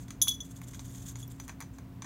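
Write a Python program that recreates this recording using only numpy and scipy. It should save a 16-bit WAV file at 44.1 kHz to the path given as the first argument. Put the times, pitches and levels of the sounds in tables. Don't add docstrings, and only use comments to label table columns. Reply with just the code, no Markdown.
import sys
import numpy as np
from scipy import signal
from scipy.fft import rfft, irfft
from scipy.io import wavfile

SR = 44100
rng = np.random.default_rng(int(sys.argv[2]) if len(sys.argv) > 2 else 0)


def wav_out(sig):
    wavfile.write(sys.argv[1], SR, np.round(np.clip(np.atleast_2d(sig).T, -1, 1) * 32767).astype(np.int16))


N = 90404
T = np.arange(N) / SR


def from_db(db):
    return 10 ** (np.asarray(db) / 20)


def unit_rms(x):
    return x / np.sqrt(np.mean(x ** 2) + 1e-20)


def curve(rows):
    return np.interp(T, *np.transpose(rows))


def decay(t60):
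    return from_db(-60 * T / t60)


def convolve(x, response):
    return signal.fftconvolve(x, response)[:N]


def colour(x, spectrum):
    hz, db = np.transpose(spectrum)
    grid = np.maximum(np.fft.rfftfreq(2 * N, 1 / SR), 1)
    octaves_outside = np.abs(np.log2(grid / np.clip(grid, hz[0], hz[-1])))
    gain = unit_rms(from_db(np.interp(np.log(grid), np.log(hz), db) - 24 * octaves_outside))
    cepstrum = irfft(np.log(gain + 1e-6))[:N]
    cepstrum[1:] *= 2
    return irfft(rfft(x, 2 * N) * np.exp(rfft(cepstrum, 2 * N)))[:N]


def drift(hz):
    rolloff = 1 + (np.fft.rfftfreq(N, 1 / SR) / hz) ** 4
    return unit_rms(irfft(rfft(rng.standard_normal(N)) / rolloff, N))


def ring(times, db, hz, t60, build_s=.0005, flutter_hz=70):
    power = np.zeros(N)
    for onset, level, ring_s in np.broadcast(times, db, t60):
        start = min(int(onset * SR), N - 1)
        age = T[:min(int(2 * ring_s * SR), N - start)]
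        envelope = from_db(level - 60 * age / ring_s) * (1 - np.exp(-age / build_s))
        power[start:start + len(age)] += envelope ** 2
    phase = 2 * np.pi * (hz * T + rng.random()) + .35 * drift(flutter_hz)
    flutter = from_db(1.8 * drift(flutter_hz))
    return np.sqrt(power) * flutter * np.sin(phase)


def bursts(times, db, envelope, spectrum):
    impacts = np.zeros(N)
    np.add.at(impacts, np.clip((times * SR).astype(int), 0, N - 1), from_db(2 * db))
    power = np.maximum(convolve(impacts, envelope ** 2), 0)
    return colour(np.sqrt(power) * rng.choice([-1, 1], N), spectrum)


def ventilation():
    # (frequency [Hz], relative density [dB])
    rumble_spectrum = [(36, -7), (118, -0.5), (146, -4.5), (271, -8.5), (385, -19.5), (777, -28),
                       (1020, -25), (1300, -30.5), (2800, -40.5)]
    hiss_spectrum = [(1500, -2), (10000, -13), (16000, -8)]
    rumble = from_db(-48.5) * colour(rng.standard_normal(N), rumble_spectrum)
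    hiss = from_db(-68) * colour(rng.standard_normal(N), hiss_spectrum)
    return rumble + hiss


def equipment_hum(waver_db=.5, waver_hz=4.7, drone_hz=121.4, drone_db=-5):
    # (frequency [Hz], rms level [dB])
    hum_lines = [(59, -57), (177, -59), (268.7, -55.5), (698.5, -74)]
    # (time [s], relative level [dB])
    drone_levels = [(0, -38), (.12, -50.5), (.45, -59.5), (.54, -43.5), (1.08, -45.5), (1.22, -36.5),
                    (1.42, -49), (1.7, -58.5), (1.82, -45)]
    tones = [(hz, db + waver_db * drift(waver_hz)) for hz, db in hum_lines]
    tones.append((drone_hz, curve(drone_levels) + drone_db))
    return sum(np.sqrt(2) * from_db(db) * np.sin(2 * np.pi * (hz * T + rng.random())) for hz, db in tones)


def chirps(per_s=550, resonance_hz=6850, spread_octaves=.16, t60=.016, pitches=16):
    out = 0
    for hz in resonance_hz * 2 ** (spread_octaves * np.linspace(-1, 1, pitches)):
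        slips = (rng.random(N) < per_s / pitches / SR) * rng.uniform(.5, 1, N)
        out = out + convolve(slips, decay(t60) * np.sin(2 * np.pi * hz * T))
    return unit_rms(out)


def scrape(grains_per_s=4500, grain_spread_db=2.4, gain_db=-2, judder_db=1.8, judder_hz=55):
    # (time [s], relative level [dB])
    drag = [(.42, -80), (.8, -66), (1.11, -60), (1.14, -76), (1.2, -70), (1.46, -69), (1.52, -95)]
    # (centre time [s], half-power duration [s], relative level [dB])
    rubs = [(.01, 0.042, -60), (0.454, 0.037, -61), (0.515, 0.021, -58.5), (0.571, 0.02, -56),
            (0.642, 0.013, -56.5), (.684, 0.013, -51), (.714, 0.008, -53.5), (0.752, 0.026, -54),
            (0.807, 0.018, -59), (0.859, .016, -54.5), (0.9, 0.045, -58), (0.946, 0.017, -53.5),
            (0.977, 0.013, -59), (1.023, 0.079, -60), (1.074, 0.025, -51), (1.105, 0.023, -54),
            (1.174, .01, -61), (1.205, 0.035, -56.5), (1.315, 0.013, -53.5), (1.445, 0.013, -59.5),
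            (1.75, .022, -67)]
    # (frequency [Hz], relative density [dB])
    grain_spectrum = [(1500, -8.5), (2750, -15), (3450, -1.5), (4000, -11), (6800, -8.5), (9000, -2.5),
                      (10300, -11), (11500, -6), (15500, -12.5)]
    sizes = from_db(grain_spread_db * np.minimum(rng.exponential(1, N), 4)) * rng.choice([-1, 1], N)
    contacts = rng.random(N) < grains_per_s / SR
    grains = colour(unit_rms(sizes * contacts), grain_spectrum)
    rub_power = sum(from_db(2 * db) * .5 ** ((2 * (T - centre) / length) ** 2)
                    for centre, length, db in rubs)
    envelope = np.sqrt(from_db(2 * curve(drag)) + rub_power)
    judder = from_db(gain_db + judder_db * drift(judder_hz))
    return envelope * judder * (grains + from_db(1) * chirps())


def clinks(splash_db=-9.5, splash_t60=.05, reflection_db=-.5, reflection_s=.0056):
    # (time [s], level of each of the four registers [dB], decay time factor [1])
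    blows = [(0.0815, -38, -69, -70, -72, 0.1), (0.2164, -19, -14.5, -32, -19.5, 0.34),
             (0.222, -60, -46, -17, -18.5, 0.82), (0.229, -30, -48, -34, -36, 1.3),
             (0.276, -30, -30.5, -48, -51, 0.7), (0.2817, -20.5, -53, -49, -29.5, 1.33),
             (0.285, -35, -20.5, -40, -38, 0.29), (0.3112, -24.5, -32.5, -34, -56, 0.55),
             (0.3395, -45, -46, -40, -51, 1.1), (0.404, -33, -37, -39, -47, 0.77),
             (1.1568, -56, -56, -28.5, -64, 0.17), (1.228, -42, -58, -42, -50, 0.57)]
    registers_hz = [3400, 6000, 6800, 11000]
    modes_hz = [3388, 3607, 5555, 6096, 6808, 10185, 10429, 10994, 11110, 11290, 11781, 12290, 14730, 15380]
    # (relative level [dB], t60 [s])
    modes = [(-3.5, 0.14), (-15.5, .07), (-17.5, 0.11), (1.5, 0.063), (-3.5, 0.053), (-12.5, 0.037),
             (-4, 0.036), (-2, 0.045), (-17, 0.077), (-15, .05), (-3.5, 0.04), (-18, .055), (-17, .05),
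             (-15, 0.05)]
    # (frequency [Hz], relative density [dB])
    splash_spectrum = [(700, -25.5), (2700, -18), (3500, 8), (4300, -12), (6000, 2), (8500, -3.5),
                       (11000, 5), (13500, -14), (15300, -6.5)]
    times, *register_db, decay_factor = np.transpose(blows)
    out = bursts(times, register_db[-1] + splash_db, decay(splash_t60), splash_spectrum)
    for hz, (db, t60) in zip(modes_hz, modes):
        register = np.argmin(np.abs(np.log(hz / np.array(registers_hz))))
        onsets, levels, ring_s = times, register_db[register] + db, t60 * decay_factor
        if register > 0:
            onsets = np.r_[onsets, onsets + reflection_s]
            levels = np.r_[levels, levels + reflection_db]
            ring_s = np.r_[ring_s, ring_s]
        out = out + ring(onsets, levels, hz, ring_s)
    return out


def knocks(body_t60=.015, tick_t60=.0054, click_t60=.01155, loose_s=1.35, grip_db=-6):
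    # (time [s], body level [dB], tick level [dB], click level [dB])
    contacts = [(0.0824, -52, -47, -61), (0.1059, -44.5, -39, -50), (0.2171, -50, -27, -32),
                (0.272, -40.5, -39, -43), (0.2812, -60, -23, -27.5), (0.616, -47, -50, -51),
                (0.735, -50.5, -49, -79), (0.746, -48.5, -43.5, -58), (0.7936, -47.5, -39.5, -59),
                (0.948, -54, -45.5, -60), (1.1557, -47, -42, -62), (1.3994, -45, -41, -46.5),
                (1.4797, -47, -45.5, -48.5), (1.487, -48, -54, -53), (1.4942, -38.5, -44, -61),
                (1.6045, -42.5, -44, -43.5), (1.6122, -43.5, -45.5, -54), (1.6228, -46, -47.5, -61),
                (1.7847, -47, -54, -60), (2.021, -41.5, -40, -61), (2.0447, -43, -46, -67)]
    # (frequency [Hz], relative density [dB])
    body_spectrum = [(300, -35), (700, -5), (1000, 1), (1600, -3), (2300, 0), (2800, -13), (4500, -14.5),
                     (8000, -14)]
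    tick_spectrum = [(2000, -23), (3400, 3), (5600, -1.5), (6100, 7), (6900, 9), (7800, -6.5), (9100, 3),
                     (10300, -25.5)]
    click_spectrum = [(9500, -3), (13500, -.5), (15500, -4.5)]
    # (frequency [Hz], relative level [dB], t60 [s])
    body_modes = [(880, -12, 0.048), (1115, -5.5, 0.032), (1565, -12.5, 0.1), (2055, -15.5, .05),
                  (2370, -13, 0.057)]
    tick_modes = [(3400, -12.5, 0.053), (6076, -0.5, 0.05), (6300, -12, 0.034), (6785, -5, 0.057)]
    times, body_db, tick_db, click_db = np.transpose(contacts)
    scatter = from_db(-14) * decay(t60=.15)
    held_db = grip_db * (times < loose_s)
    out = bursts(times, click_db, decay(click_t60) + scatter, click_spectrum)
    for levels, burst_t60, spectrum, modes in [(body_db, body_t60, body_spectrum, body_modes),
                                               (tick_db, tick_t60, tick_spectrum, tick_modes)]:
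        out = out + bursts(times, levels, decay(burst_t60) + scatter, spectrum)
        out = out + sum(ring(times, levels + db + held_db, hz, t60) for hz, db, t60 in modes)
    return out


def squeak(t60=.022):
    # (time [s], level [dB])
    catches = [(1.278, -51)]
    # (frequency [Hz], relative level [dB])
    modes = [(5650, 1), (8600, -15), (11900, -4), (13900, 8)]
    times, levels = np.transpose(catches)
    return sum(ring(times, levels + db, hz, t60) for hz, db in modes)


def reverberation(x, level_db=-16, t60=.19, delay_s=.018):
    tail = rng.standard_normal(N) * decay(t60) * (T > delay_s)
    return from_db(level_db) * convolve(x, tail / np.linalg.norm(tail))


def scene():
    background = ventilation() + equipment_hum()
    glass = scrape() + clinks() + knocks() + squeak()
    return (background + glass + reverberation(glass))[None]


def record(dry):
    cutoff_hz = 15750
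    return signal.sosfilt(signal.ellip(10, .1, 80, cutoff_hz, fs=SR, output="sos"), dry)


dry = scene()
out = record(dry)
wav_out(out)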